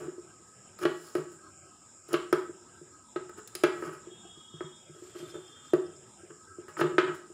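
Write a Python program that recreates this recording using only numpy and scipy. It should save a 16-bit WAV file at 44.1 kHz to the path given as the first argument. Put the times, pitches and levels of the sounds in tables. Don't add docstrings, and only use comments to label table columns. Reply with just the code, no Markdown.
import sys
import numpy as np
from scipy import signal
from scipy.fft import rfft, irfft, next_fast_len
from scipy.io import wavfile

SR = 44100
rng = np.random.default_rng(int(sys.argv[2]) if len(sys.argv) > 2 else 0)


def inscribe(sig):
    pcm = np.round(np.clip(np.atleast_2d(sig).T, -1, 1) * 32767)
    wavfile.write(sys.argv[1], SR, pcm.astype(np.int16))


N = 323253

# t/s, low ring/dB, hard ring/dB, crack/dB, blade tick/dB
KNOCK_EVENTS = [(0.789, -43, -42, -68, -45), (0.831, -31, -48, -40, -47), (0.852, -6.5, -17, -28, -41),
                (1.152, -11, -23.5, -40.5, -38.5), (2.13, -16.5, -57, -41, -30.5),
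                (2.139, -8.5, -17.5, -26, -46), (2.327, -5.5, -14, -30.5, -29),
                (3.16, -17, -26.5, -40.5, -80), (3.294, -31.5, -36.5, -60, -53),
                (3.475, -68, -68, -74, -37), (3.552, -28.5, -40.5, -41, -26.5),
                (3.636, -2.5, -11, -22, -28.5), (3.824, -23.5, -31, -70, -61),
                (4.607, -22.5, -32, -52, -77.5), (5.734, -3, -21, -40, -40), (6.682, -37.5, -38, -68, -70),
                (6.769, -42, -28, -50, -74), (6.794, -17, -22, -62, -66), (6.812, -6, -14, -28.5, -66),
                (6.982, -5.5, -11.5, -20.5, -46)]


def from_db(db):
    return 10 ** (np.asarray(db) / 20)


def rms_one(x):
    return x / np.sqrt(np.mean(x ** 2) + 1e-20)


def band_pass(x, order, low_hz, high_hz):
    sos = signal.butter(order, [low_hz, high_hz], "band", fs=SR, output="sos")
    return signal.sosfilt(sos, x)


def drift(rate_hz):
    step = 40
    r = np.exp(-2 * np.pi * rate_hz * step / SR)
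    noise = rng.standard_normal(N // step + 2002)
    slow = signal.lfilter([1], [1, -2 * r, r * r], noise)[2000:]
    return np.interp(np.arange(N) / step, np.arange(len(slow)), rms_one(slow))


def ring(force, f_hz, t60_s):
    r = from_db(-60 / (t60_s * SR))
    w = 2 * np.pi * f_hz / SR
    return signal.lfilter([.5, 0, -.5], [1, -2 * r * np.cos(w), r * r], force + 1e-18)


def clicks_at(rows, sizes):
    out = np.zeros(N)
    out[[round(row[0] * SR) for row in rows]] = sizes
    return out


def grains(per_s, spread_db):
    sizes = from_db(spread_db * np.minimum(rng.exponential(1, N), 4))
    signs = rng.choice([-1, 1], N)
    return rms_one(sizes * signs * (rng.random(N) < per_s / SR))


def flurry(level_db, decay_s):
    decay = np.exp(-1 / (decay_s * SR))
    envelope = signal.lfilter([1], [1, -decay], clicks_at(KNOCK_EVENTS, from_db(level_db)))
    return envelope * rng.standard_normal(N)


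def coloured_noise(spectrum, patchy_db, rate_hz):
    size = next_fast_len(N)
    f_hz, level_db = np.transpose(spectrum)
    f = np.maximum(np.arange(size // 2 + 1) * SR / size, 1)
    shape_db = np.interp(np.log(f), np.log(f_hz), level_db, left=-90, right=-90)
    whole = rfft(rng.standard_normal(size)) * from_db(shape_db)
    group = np.floor(3 * np.log2(f)).astype(int) % 6
    out = np.zeros(N)
    for k in range(6):
        out += irfft(whole * (group == k), size)[:N] * from_db(patchy_db * drift(rate_hz))
    return rms_one(out)


def rumble():
    # f/Hz, level/dB per Hz
    spectrum = [(15, -64), (25, -38), (92, -5.5), (294, -10), (343, -7.5), (382, -12.5), (528, -14),
                (814, -17), (1180, -16), (1280, -2), (1400, -24.5), (1590, -13.5), (1810, -27),
                (2560, -24.5), (4400, -31), (5720, -79), (9680, -120)]
    return from_db(-59) * coloured_noise(spectrum, patchy_db=4.5, rate_hz=5.6)


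def insects():
    # f/Hz, level/dB per Hz
    spectrum = [(2590, -71), (4400, -46), (4720, -18.5), (5090, -7.5), (5370, -6), (5950, -15),
                (6220, -17.5), (6960, 2), (7430, 3), (8230, -5.5), (9120, -9.5), (10900, -34.5),
                (11900, -31), (14800, -33), (16000, -40)]
    return from_db(-58.5) * coloured_noise(spectrum, patchy_db=1.4, rate_hz=9.1)


def chirps():
    # start t/s, level at crest/dB
    events = [(5.1904, -53.5), (5.2939, -58), (5.4675, -59), (5.663, -59), (5.8536, -55.5), (5.9554, -57)]
    f_hz, duration_s, t60_s = 5193, 0.025, 0.058
    starts = clicks_at(events, from_db(np.transpose(events)[1]))
    swell = signal.fftconvolve(starts, np.hanning(int(duration_s * SR)))[:N]
    return swell * rms_one(ring(rng.standard_normal(N), f_hz, t60_s))


def whine():
    # start t/s, hold/s from start, 10th partial f/Hz, its level/dB, 11th partial rel. level/dB
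    notes = [(4.035, 0.66, 3300, -56.5, -7), (5.09, 0.55, 3230, -60.5, -0.5)]
    attack_s, fade_db_per_s, lower_db = 0.14, 39.5, -14
    t = np.arange(N) / SR
    out = np.zeros(N)
    for start, hold, f_hz, level_db, upper_db in notes:
        attack = np.clip((t - start) / attack_s, 0, 1)
        fade_db = fade_db_per_s * np.maximum(t - start - hold, 0)
        gain = attack * from_db(level_db - fade_db)
        for order, order_db in zip((9, 10, 11), (lower_db, 0, upper_db)):
            flutter_db = 5.0 * np.clip(drift(30), -3, 1.3)
            pitch_hz = order / 10 * f_hz + 14.0 * drift(30)
            phase = 2 * np.pi * np.cumsum(pitch_hz) / SR
            out += gain * from_db(order_db + flutter_db) * np.sin(phase)
    return out


def drag():
    # t/s, rustle/dB, table low/dB
    envelope = [(4.93, -89, -70), (5.0, -78.5, -45), (5.08, -79, -62), (5.13, -79, -57), (5.24, -70, -44.5),
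                (5.38, -85, -58.5), (5.43, -81, -86), (5.52, -86, -83), (5.61, -85.5, -89),
                (5.71, -77, -66.5)]
    hard_over_rustle_db, stick_slip_db, stick_slip_hz = 21, 7.5, 18.6
    s, *columns = np.transpose(envelope)
    t = np.arange(N) / SR
    cloth, low = [from_db(np.interp(t, s, c, left=-200, right=-200)) for c in columns]
    catch = from_db(stick_slip_db * drift(stick_slip_hz))
    return cloth, catch * low, from_db(hard_over_rustle_db) * catch * cloth


def rustle(gain):
    fibres = grains(12000, spread_db=1.5) * from_db(2.5 * drift(25))
    return from_db(18.0) * gain * band_pass(fibres, 1, 800, 6000)


def bumps():
    # start t/s, low ring/dB, thump/dB
    events = [(0.079, -20.5, -91), (0.179, -27.5, -78), (0.395, -47, -75), (2.492, -26, -63.5),
              (2.812, -33, -62), (3.38, -32, -66.5), (4.069, -29.5, -72), (4.113, -36.5, -74),
              (4.249, -38, -74), (4.371, -41, -63), (4.537, -36.5, -52), (4.638, -47, -51),
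              (4.893, -37.5, -55), (5.02, -30, -77), (5.225, -29, -57), (6.231, -35, -87),
              (6.311, -36, -76), (6.583, -26, -63.5), (7.299, -33, -81)]
    contact_s = 0.0023
    _, low_db, thump_db = np.transpose(events)
    push = np.hanning(int(contact_s * SR))
    push /= push.sum()
    thump = np.convolve(clicks_at(events, from_db(thump_db + 9.5)), push)[:N]
    low = np.convolve(clicks_at(events, from_db(low_db - 10.0)), push)[:N]
    return thump, low


def slides():
    # peak t/s, 20 dB rise/s, 20 dB fall/s, rasp/dB, table low/dB, table hard/dB
    events = [(0.004, 0.03, 0.13, -63, -34.5, -39.5), (0.87, 0.013, 0.19, -65, -38, -56),
              (1.074, 0.18, 0.14, -57, -71, -47), (1.168, .015, 0.059, -57, -30, -34),
              (1.322, 0.027, .06, -65, -50, -52), (2.088, 0.0091, 0.013, -56, -47, -64),
              (3.384, .02, 0.025, -57, -41, -36.5), (3.863, 0.2, 0.089, -58.5, -36, -34.5),
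              (3.931, 0.01, 0.044, -59.5, -43.5, -38), (6.302, 0.013, 0.021, -87, -40.5, -38),
              (6.683, 0.0068, 0.083, -63, -51, -40), (6.832, 0.01, .09, -64, -27, -32.5),
              (6.915, 0.018, 0.076, -76, -39, -57), (7.03, 0.018, 0.052, -74, -32.5, -42),
              (7.085, 0.027, 0.051, -69, -32.5, -26), (7.15, 0.024, 0.059, -58, -64, -63)]
    t = np.arange(N) / SR
    out = np.zeros((3, N))
    for peak, rise, fall, *levels_db in events:
        below_peak_db = 20 * np.where(t < peak, (peak - t) / rise, (t - peak) / fall)
        out += from_db(-below_peak_db) * from_db(levels_db)[:, None]
    return out


def cuts():
    # start t/s, end t/s, relative rasp level at end/dB
    events = [(0.784, 0.838, -46.5), (2.086, 2.147, -49), (6.774, 6.812, -43)]
    swell_db_per_s, low_over_rasp_db, hard_over_rasp_db = 406, 20.5, 24.5
    t = np.arange(N) / SR
    out = np.zeros((3, N))
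    for start, end, rasp_db in events:
        swell = from_db(rasp_db + swell_db_per_s * np.minimum(t - end, 0))
        swell *= (t > start) & (t < end)
        out += swell * from_db([[0], [low_over_rasp_db], [hard_over_rasp_db]])
    return out


def cracks():
    crack_db = np.transpose(KNOCK_EVENTS)[3]
    return band_pass(flurry(crack_db + 2.8, 0.01), 2, 1300, 3600)


def blades(rasp):
    # f/Hz, level/dB, t60/s
    modes = [(5210, -2.5, 0.014), (5720, -8.5, 0.013), (6770, 1, 0.0055), (9180, -8.5, 0.0073),
             (10030, 2.5, 0.0045), (11200, -28, 0.0087), (12500, -25, .005), (14520, -19, .006),
             (15900, 8, .006)]
    tick_db = np.transpose(KNOCK_EVENTS)[4]
    edge = grains(7000, spread_db=2.0)
    force = flurry(tick_db - 20.5, 0.0034) + from_db(-18.0) * rasp * edge
    direct = signal.sosfilt(signal.butter(2, 2500, "high", fs=SR, output="sos"), force)
    ringing = sum(from_db(level_db) * ring(force, f_hz, t60) for f_hz, level_db, t60 in modes)
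    return from_db(12.0) * direct + ringing


def table(rub_low, rub_hard):
    # f/Hz, relative level/dB, t60/s
    modes = [(154.4, 2, 0.17), (270, -62.5, .1), (340.4, -22.5, 0.061), (356.3, -1.5, 0.23),
             (367.1, 1.5, 0.12), (422.9, -8, 0.17), (513.4, -19, 0.13), (587, -6, 0.066), (620, -21, 0.26),
             (840.6, -9.5, 0.085), (1000, -3, 0.013), (1144.6, -2.5, 0.038), (1285, 0, 0.055),
             (1426, 2.5, 0.02), (1561, -0.5, 0.024), (1675, 0.5, 0.027), (1735, 2.5, 0.0098),
             (1930, -14, 0.14), (2150, -16.5, 0.032), (2377, -8, 0.0091), (2890, -9, 0.012),
             (3268, -10.5, 0.0083), (3370, -20.5, 0.019)]
    range_limits_hz = [200, 760, 2050]
    s, low_db, hard_db, crack_db, _ = np.transpose(KNOCK_EVENTS)
    thump_db = -35 + 0.85 * low_db
    blow_db = [thump_db, low_db - 15.0, hard_db - 12.0, crack_db - 18.5]
    lean_db = 3.5 + 3.0 * rng.standard_normal(len(s))
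    scatter_db = rng.normal(0, 1.5, (len(s), len(modes)))
    soft = [*bumps(), 0, 0]
    rough, air = grains(900, spread_db=4.0), rng.standard_normal(N)
    shaking = [from_db(-40.5) * rub_low * rough,
               from_db(-32) * rub_low * rough,
               from_db(-33.5) * rub_hard * rough + flurry(hard_db - 38.0, 0.01),
               from_db(-30.0) * rub_hard * rough + flurry(crack_db - 14.0, 0.006)]
    air_db = [-9, 16.0, 8.5, -77]
    parts, shaken = np.zeros((4, N)), np.zeros(N)
    for k, (f_hz, level_db, t60) in enumerate(modes):
        part = np.searchsorted(range_limits_hz, f_hz)
        alternate = (-1) ** k
        mode_lean_db = lean_db * alternate * (part > 0)
        knocks = clicks_at(KNOCK_EVENTS, from_db(blow_db[part] + mode_lean_db + scatter_db[:, k]))
        force = soft[part] + knocks + shaking[part]
        sign = alternate if part > 1 else 1
        parts[part] += sign * from_db(level_db) * ring(force, f_hz, t60)
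        shaken += from_db(level_db + air_db[part]) * ring(air, f_hz, t60)
    edges_hz = [(90, 235), (260, 666), (700, 2170), (1800, 15000)]
    wood = sum(band_pass(x, 3, *edge) for edge, x in zip(edges_hz, parts))
    jolt = clicks_at(KNOCK_EVENTS, from_db(low_db - 1))
    wood += band_pass(jolt + 1e-18, 2, 20, 60)
    return wood, from_db(-75) * rms_one(shaken)


def room(x):
    # low edge f/Hz, high edge f/Hz, level/dB, t60/s
    bands = [(185, 580, -8, 0.55), (720, 2470, -2.5, 0.42), (2600, 5140, -2.5, 0.4),
             (6060, 9600, -5.5, 0.26), (9850, 16000, -11.5, 0.42)]
    t = np.arange(int(.7 * SR)) / SR
    rise = 1 - np.exp(-(t / 0.0056) ** 2)
    tail = np.zeros(len(t))
    for low_hz, high_hz, level_db, t60 in bands:
        noise = band_pass(rng.standard_normal(len(t)), 2, low_hz, high_hz)
        decay = from_db(level_db - 60 * t / t60)
        tail += decay * noise * rise / np.sqrt(t60 * SR / (2 * np.log(1000)))
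    return signal.fftconvolve(x, tail)[:N]


def scene():
    rasp, shear_low, shear_hard = cuts() + slides()
    cloth, drag_low, drag_hard = drag()
    wood, shaken = table(shear_low + drag_low, shear_hard + drag_hard)
    near = wood + cracks() + blades(rasp) + rustle(cloth)
    background = shaken + rumble() + insects() + whine() + chirps()
    return (near + room(near) + background)[None]


def record(dry):
    return signal.sosfilt(signal.cheby2(12, 60, 16200, fs=SR, output="sos"), dry)


dry = scene()
out = record(dry)
inscribe(out)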